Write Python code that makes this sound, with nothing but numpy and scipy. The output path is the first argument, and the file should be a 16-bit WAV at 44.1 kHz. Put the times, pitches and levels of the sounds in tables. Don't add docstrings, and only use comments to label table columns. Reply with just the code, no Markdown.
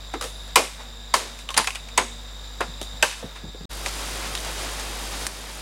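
import sys
import numpy as np
from scipy import signal
from scipy.fft import rfft, irfft
from scipy.io import wavfile
from scipy.ndimage import uniform_filter1d

SR = 44100
rng = np.random.default_rng(int(sys.argv[2]) if len(sys.argv) > 2 else 0)


def linear_from_db(decibels):
    return 10 ** (np.asarray(decibels, float) / 20)


def master_out(mix):
    frames = np.transpose(np.atleast_2d(mix))
    ceiling = np.clip(frames, -1, 1)
    pcm = np.round(ceiling * 32767).astype(np.int16)
    wavfile.write(sys.argv[1], SR, pcm)


N = 247401
T = np.arange(N) / SR
CUT_S, RETURN_S = 3.655, 3.692

# (time [s], peak level [dB], crack level [dB], ring t60 [s], crack t60 [s])
BLOW_EVENTS = [
    (0.557, -0.5, 5.5, 0.13, 0.13),
    (1.1385, -5, -2, 0.1, 0.22),
    (1.575, -5, 5, 0.1, 0.056),
    (1.975, -5, 4, 0.16, 0.043),
    (2.605, -18, -4, 0.15, 0.09),
    (3.025, -4, 1.5, 0.066, 0.17),
]


def unit(x):
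    return x / np.sqrt(np.mean(x ** 2))


def bump(s, width):
    return np.exp(-((T - s) / width) ** 2)


def butterworth(x, order, hz, kind="low"):
    return signal.sosfilt(signal.butter(order, hz, kind, fs=SR, output="sos"), x)


def ring(x, hz, width):
    return signal.lfilter(*signal.iirpeak(min(hz, 0.45 * SR), hz / width, SR), x)


def coloured(x, spectrum):
    hz, db = np.transpose(spectrum)
    log_hz = np.log(np.fft.rfftfreq(len(x), 1 / SR) + 1)
    gain = linear_from_db(np.interp(log_hz, np.log(hz), db))
    return unit(irfft(rfft(x) * gain, len(x)))


def walk(rate):
    hold = int(SR / rate)
    steps = np.repeat(rng.standard_normal(N // hold + 1), hold)
    return 0.98 * uniform_filter1d(uniform_filter1d(steps, hold), hold)[:N]


def grains(count, scatter_db):
    sizes = np.minimum(rng.exponential(size=count), 5)
    return rng.standard_normal(count) * linear_from_db(scatter_db * sizes)


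def add(out, s, sound, peak_db):
    i = int(s * SR)
    out[i:i + len(sound)] += (sound * linear_from_db(peak_db) / np.abs(sound).max())[:N - i]


def knock(modes, crack_db, t60, crack_t60, rise):
    t = T[:SR // 3]
    onset = 1 - np.exp(-(t / max(rise, 1e-4)) ** 2)
    strike = linear_from_db(-60 * t / (0.0059 + 4 * rise))
    chatter = rng.standard_normal(len(t)) * onset
    body = np.zeros(len(t))
    for hz, width, db in modes:
        decay = linear_from_db(-60 * t / t60 * (1 + hz / 5000))
        body += linear_from_db(db) * ring(chatter * (strike + decay), hz, width) * np.sqrt(100 / width)
    skin = rng.standard_normal(len(t)) * np.sqrt(onset) * (linear_from_db(-60 * t / crack_t60) + 4 * strike)
    skin = butterworth(skin, 2, 2500, "high")
    sound = body / np.abs(body).max() + linear_from_db(crack_db - 3) * skin / np.abs(skin).max()
    return butterworth(sound, 4, 10800) + 0.094 * sound


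def blows():
    # (frequency [Hz], bandwidth [Hz], level [dB])
    pole_modes = [
        [(1110, 140, 1.5), (2154, 34, -2.5), (2350, 26, -9), (2680, 25, -21), (2980, 52, -17), (4200, 60, -21),
         (6400, 46, -21), (7900, 34, -8)],
        [(1000, 120, 6.5), (1650, 24, -7), (2130, 39, -6.5), (3000, 17, -7), (4500, 37, -4.5), (6340, 165, -8),
         (8040, 31, -12)],
        [(960, 95, 1), (2570, 59, -10), (4700, 54, 5), (8750, 96, -19), (9430, 76, 13)],
        [(980, 89, 5.5), (1450, 39, -2), (2020, 200, -1), (4530, 58, -8), (6600, 65, 1), (7800, 19, -0.5),
         (7640, 81, -9)],
        [(360, 15, 11.5), (537, 74, 17), (1020, 24, 15), (1210, 47, -11), (1730, 34, 1)],
        [(886, 95, 4), (1610, 190, 6.5), (2580, 56, 7), (4000, 47, -20), (5900, 240, -11), (7300, 38, -18),
         (7500, 45, -4)],
    ]
    # (frequency [Hz], bandwidth [Hz], level [dB])
    slats = [(1900, 2200, -29)]
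    out = np.zeros(N)
    for (s, db, crack_db, t60, crack_t60), modes in zip(BLOW_EVENTS, pole_modes):
        damped = [(hz, width + 60 + 0.05 * hz, level) for hz, width, level in modes]
        add(out, s, knock(damped + slats, crack_db, t60, crack_t60, rise=0.002), db + 4)
    return out


def taps():
    # (time [s], peak level [dB], body frequency [Hz], crack level [dB])
    tap_events = [(0.137, -18.5, 765, -18), (0.211, -15.5, 1320, 6), (0.224, -17.5, 1240, 9),
                  (0.241, -19, 507, 7), (0.478, -34, 684, 10), (1.389, -29.5, 2390, 9),
                  (1.489, -14, 3000, -32), (1.504, -20, 1070, 3), (1.542, -15.5, 3050, -17),
                  (1.597, -12.5, 980, -19), (1.613, -22, 877, -16), (1.644, -16.5, 1910, 4),
                  (1.672, -9, 2500, 1), (1.678, -22, 1080, -5), (1.705, -16.5, 2410, -3),
                  (1.749, -25, 2644, 7), (1.755, -19, 2750, -11), (1.886, -28.5, 2490, -12),
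                  (2.299, -43, 1660, -13), (2.814, -17, 3320, 11), (2.828, -24, 3320, 8),
                  (3.127, -28, 1610, -13)]
    out = np.zeros(N)
    for s, db, hz, crack_db in tap_events:
        t60 = 0.087 * (1000 / hz) ** 0.36
        modes = [(hz, 0.14 * hz, 1.5), (2.64 * hz, hz, -7), (2000, 3500, -4)]
        add(out, s, knock(modes, crack_db, t60, 3 * t60, rise=0.0004), db)
    return out


def thuds():
    # (time [s], peak level [dB], frequency [Hz])
    thud_events = [(0.138, -25, 347), (0.155, -26, 333), (1.43, -42, 152), (2.404, -43, 138),
                   (2.679, -34, 150), (2.937, -39, 164), (3.227, -27, 476), (3.241, -24.5, 155),
                   (3.45, -33, 150), (3.482, -33, 110), (3.545, -31, 418), (3.608, -30, 163),
                   (3.644, -32, 181)]
    t60 = 0.063
    out, t = np.zeros(N), T[:SR // 4]
    for s, db, hz in thud_events:
        push = rng.standard_normal(len(t)) * linear_from_db(-60 * t / (1.63 * t60))
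        add(out, s, ring(ring(push, hz, 4 / t60 + 0.096 * hz), hz, 3.7 * hz), db)
    return out


def booms():
    # (time [s], peak level [dB], frequency [Hz], t60 [s])
    boom_events = [(.137, -22, 1200, .08), (.214, -29.5, 500, 0.27), (.56, -10.5, 505, 0.2),
                   (.79, -31, 910, .2), (1.143, -24.5, 443, 0.42), (1.49, -26.5, 1090, 0.07),
                   (1.543, -26, 950, 0.08), (1.574, -7.5, 1090, 0.075), (1.59, -29, 252, 0.16),
                   (1.672, -18.5, 1080, .07), (1.98, -18.5, 380, 0.21), (1.976, -8.5, 1740, 0.079),
                   (2.604, -15, 1010, 0.11), (2.814, -22.5, 250, .025), (3.029, -15, 513, 0.12),
                   (3.027, -13, 1100, .09), (1.759, -31, 1400, 0.084), (3.432, -31, 137, 0.1),
                   (3.862, -21.5, 810, 0.056), (5.267, -36, 278, 0.072)]
    out, t = np.zeros(N), T[:SR // 4]
    for s, db, hz, t60 in boom_events:
        push = rng.standard_normal(len(t)) * linear_from_db(-60 * t / t60) * (1 - np.exp(-t / 0.0034))
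        add(out, s, ring(ring(push, hz, 0.78 * hz), hz, 2.4 * hz), db)
    return out


def twigs():
    # (time [s], peak level [dB], accent frequency [Hz])
    snap_events = [
        (3.861, -10, 2600),
        (3.885, -18, 762),
        (3.939, -23, 872),
        (4.352, -11.5, 3250),
        (4.376, -16.5, 3400),
        (4.385, -20, 3610),
        (4.403, -20, 931),
        (4.448, -19, 861),
        (4.797, -19, 850),
        (5.267, -9.5, 7450),
    ]
    out, t = np.zeros(N), T[:SR // 10]
    for s, db, hz in snap_events:
        decay = linear_from_db(-60 * t / 0.033) + 1.1 * linear_from_db(-60 * t / 0.0046)
        crack = rng.standard_normal(len(t)) * decay
        broad = butterworth(crack, 3, (700, 9000), "band")
        add(out, s, broad + 1.7 * ring(crack, hz, 0.38 * hz), db - 0.6)
    return out


def trunks(source):
    # (frequency [Hz], level [dB], t60 [s])
    echo_bands = [
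        (202, 6.5, 0.19),
        (754, 6, 0.17),
        (2500, -3, 0.43),
        (6000, 3, 0.48),
        (11000, -19, 0.93),
    ]
    t = T[:SR // 2]
    response = np.zeros(len(t))
    for hz, db, t60 in echo_bands:
        band = unit(ring(rng.standard_normal(len(t)), hz, 1.4 * hz))
        response += linear_from_db(db - 60 * t / t60) * band * np.sqrt(hz)
    response *= 1 - np.exp(-t / 0.0022)
    response /= np.sqrt(np.sum(response ** 2))
    return linear_from_db(-14.5) * signal.fftconvolve(source, response)[:N]


def swishes():
    # (time [s], rms level [dB], centre frequency [Hz], rise [s])
    brush_events = [(.212, -32, 4500, 0.022), (.215, -28.5, 1100, .02), (0.79, -37, 850, 0.017),
                    (1.359, -33.5, 4000, 0.034), (1.564, -18.5, 1610, 0.0023), (3.08, -26, 2500, 0.036),
                    (3.345, -35, 1000, 0.015), (3.15, -29, 3000, 0.04), (3.861, -29.5, 3500, 0.0031),
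                    (3.88, -31, 1500, .06), (4.3, -40, 6000, 0.041), (4.353, -37, 4000, 0.0037),
                    (4.63, -43, 900, .04), (4.781, -40, 2500, .02)]
    events = [(*row, 0.22) for row in brush_events]
    for s, db, _, _, crack_t60 in BLOW_EVENTS:
        events.append((s, db - 22, 2600, 0.014, 0.21 + 1.7 * crack_t60))
    out, t = np.zeros(N), T[:SR // 2]
    for s, db, hz, rise, t60 in events:
        ticks = ring(grains(len(t), scatter_db=3.5), hz, 2.15 * hz)
        ticks = unit(butterworth(ticks, 3, 10500))
        envelope = (1 - np.exp(-(t / rise) ** 2)) * linear_from_db(db - 60 * t / t60)
        i = int(s * SR)
        out[i:i + len(t)] += (ticks * envelope)[:N - i]
    return out


def leaves():
    # (frequency [Hz], spectral density [dB per Hz])
    leaf_spectrum = [(30, -34), (80, -17.5), (146, -17), (400, -14.5), (800, -14), (2250, -18),
                     (4860, -19.5), (9790, -23.5), (12100, -33.5), (14000, -38), (16000, -37)]
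    bed = coloured(grains(N, scatter_db=1.3), leaf_spectrum)
    crisp = butterworth(bed, 2, 4000, "high")
    mix = (bed - crisp) * linear_from_db(1.2 * walk(25)) + crisp * linear_from_db(0.75 * walk(35))
    stride_s, stride_peak_s, stride_db = 0.56, 4.096, 0.93
    stride = stride_db * np.cos(2 * np.pi * (T - stride_peak_s) / stride_s)
    approach = -4 * bump(RETURN_S, 0.14)
    return mix * linear_from_db(-37 + 4 + stride + approach)


def bee():
    # (nearest time [s], passing width [s], level [dB], wing-beat frequency [Hz])
    bee_passes = [
        (.95, .3, -56, 235.7),
        (1.32, .15, -57.5, 235),
        (2.05, 0.22, -51, 234.4),
        (2.65, 0.11, -50, 240.6),
        (2.95, .12, -59, 247),
    ]
    hz = np.interp(T, [row[0] for row in bee_passes], [row[3] for row in bee_passes])
    phase = 2 * np.pi * np.cumsum(hz * (1 + 0.0041 * walk(29.05))) / SR
    wings = np.sin(phase) + 0.5 * np.sin(2 * phase) + 0.27 * np.sin(3 * phase)
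    near = sum(linear_from_db(db) * bump(s, width) for s, width, db, _ in bee_passes)
    return np.sqrt(2) * wings * near * linear_from_db(0.88 * walk(4.3))


def choir(hz, width, rate):
    clicks = (rng.random(N) < 15 * rate / SR) * rng.standard_normal(N)
    throb = linear_from_db(1.2 * walk(rate / 4) + 0.4 * walk(3))
    return unit(ring(ring(clicks * throb, hz, 1.02 * width), hz, 1.02 * width))


def cicadas(late):
    # (frequency [Hz], bandwidth [Hz], platform level [dB], undergrowth level [dB], click rate [1/s])
    choir_bands = [
        (3726, 360, -46, -47.5, 300),
        (4820, 420, -55.5, -50.5, 120),
        (7190, 230, -57.5, -63, 320),
        (7580, 220, -61, -59, 180),
        (1675, 12, -62, -77, 190),
        (5470, 460, -65, -152, 450),
    ]
    lull = -3 * bump(3.23, 0.15)
    out = np.zeros(N)
    for hz, width, near_db, far_db, rate in choir_bands:
        level_db = np.where(late, far_db, near_db + lull * (hz > 6500))
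        out += choir(hz, width, rate) * linear_from_db(level_db)
    return out


def cricket():
    since = np.maximum(T - 0.22, 0)
    swell = 1 - np.exp(-(since / 0.06) ** 2)
    trill = swell * linear_from_db(-50.5 - 60 * since / 1.3) * (T < 0.49)
    return choir(10700, 350, 224) * trill


def forest_air():
    # (frequency [Hz], spectral density [dB per Hz])
    air_spectrum = [(30, -27), (70, -7), (130, -10.5), (200, -8.5), (350, -15), (480, -8), (1000, -9.5),
                    (3000, -16), (6500, -19.5), (8500, -25.5), (12000, -30), (16000, -32)]
    # (time [s], level rise [dB])
    sway_events = [
        (.8, 4),
        (1.3, 4.5),
        (1.9, 1.5),
        (3.25, 4.5),
    ]
    sway_db = sum(db * bump(s, 0.13) for s, db in sway_events)
    noise = coloured(rng.standard_normal(N), air_spectrum)
    return noise * linear_from_db(-48 + sway_db + 0.5 * walk(9.45))


def gain_control():
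    # (time [s], hum level [dB])
    duck_events = [
        (0, -33),
        (.558, -36),
        (1.141, -36.5),
        (1.577, -35),
        (1.978, -33),
        (3.028, -37),
        (3.67, -29),
        (5.266, -35),
    ]
    full_db, recover_s = -29.5, 1.07
    s, db = np.transpose(duck_events)
    last = np.clip(np.searchsorted(s, T, side="right") - 1, 0, len(s) - 1)
    gain_db = full_db + (db[last] - full_db) * np.exp(-(T - s[last]) / recover_s)
    return uniform_filter1d(gain_db, size=441)


def camera(late, gain_db):
    # (harmonic number [1], level [dB])
    hum_partials = [(1, -6.5), (2, -26.5), (3, -24), (5, -32), (6, -39), (7, -36.5)]
    # (harmonic number [1], level [dB])
    whine_partials = [(1, -4), (2, -14), (3, -4), (4, -2.5)]
    # (platform level [dB], undergrowth level [dB])
    whine_levels = (-68, -49.5)
    mains_hz, whine_hz = 50, 3233.5
    turns = mains_hz * (T + late * 0.001)
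    hum_turns = turns - 0.297
    hum = sum(linear_from_db(db) * np.cos(2 * np.pi * k * hum_turns) for k, db in hum_partials)
    since = (turns - 0.5) % 1
    whine_phase = 2 * np.pi * whine_hz * since / mains_hz
    whine = sum(linear_from_db(db) * np.sin(k * whine_phase) for k, db in whine_partials)
    gate = uniform_filter1d(1.0 * (since < 0.5), size=24)
    whine_gain = linear_from_db(np.where(late, whine_levels[1], whine_levels[0]))
    return np.sqrt(2) * hum * linear_from_db(gain_db), 2 * whine * gate * whine_gain


def preamp_noise(late):
    # (frequency [Hz], spectral density [dB per Hz])
    preamp_spectrum = [(35, -30), (100, -3), (200, -3), (600, -7), (900, -12), (3000, -21), (5000, -19),
                       (8000, -12), (11500, -10), (14600, -9.5), (16000, -10)]
    return coloured(rng.standard_normal(N), preamp_spectrum) * linear_from_db(np.where(late, -64, -61))


def scene():
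    late = T > (CUT_S + RETURN_S) / 2
    gain_db = gain_control()
    duck = linear_from_db(gain_db - np.where(late, gain_db.max(), np.median(gain_db[~late])))
    hum, whine = camera(late, gain_db)
    impacts = blows() + taps() + thuds() + booms() + twigs()
    events = impacts + trunks(impacts) + swishes() + cricket() + bee() * ~late
    steady = whine + cicadas(late) + forest_air() * ~late + leaves() * late
    mid = events + hum + duck * steady
    side = duck * preamp_noise(late)
    edit = np.clip(np.where(late, (T - RETURN_S) / 0.024, (CUT_S - T) / 0.00035), 0, 1)
    return np.array([mid + side, mid - side]) * edit


def top_cut(x):
    return signal.sosfilt(signal.butter(12, 16810, fs=SR, output="sos"), x)


def record(dry):
    limited = np.tanh(1.021 * dry) / 1.175 * 1.125
    low_pass = signal.ellip(8, 0.2, 45, 15900, fs=SR, output="sos")
    return top_cut(signal.sosfilt(low_pass, limited))


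dry = scene()
out = record(dry)
master_out(out)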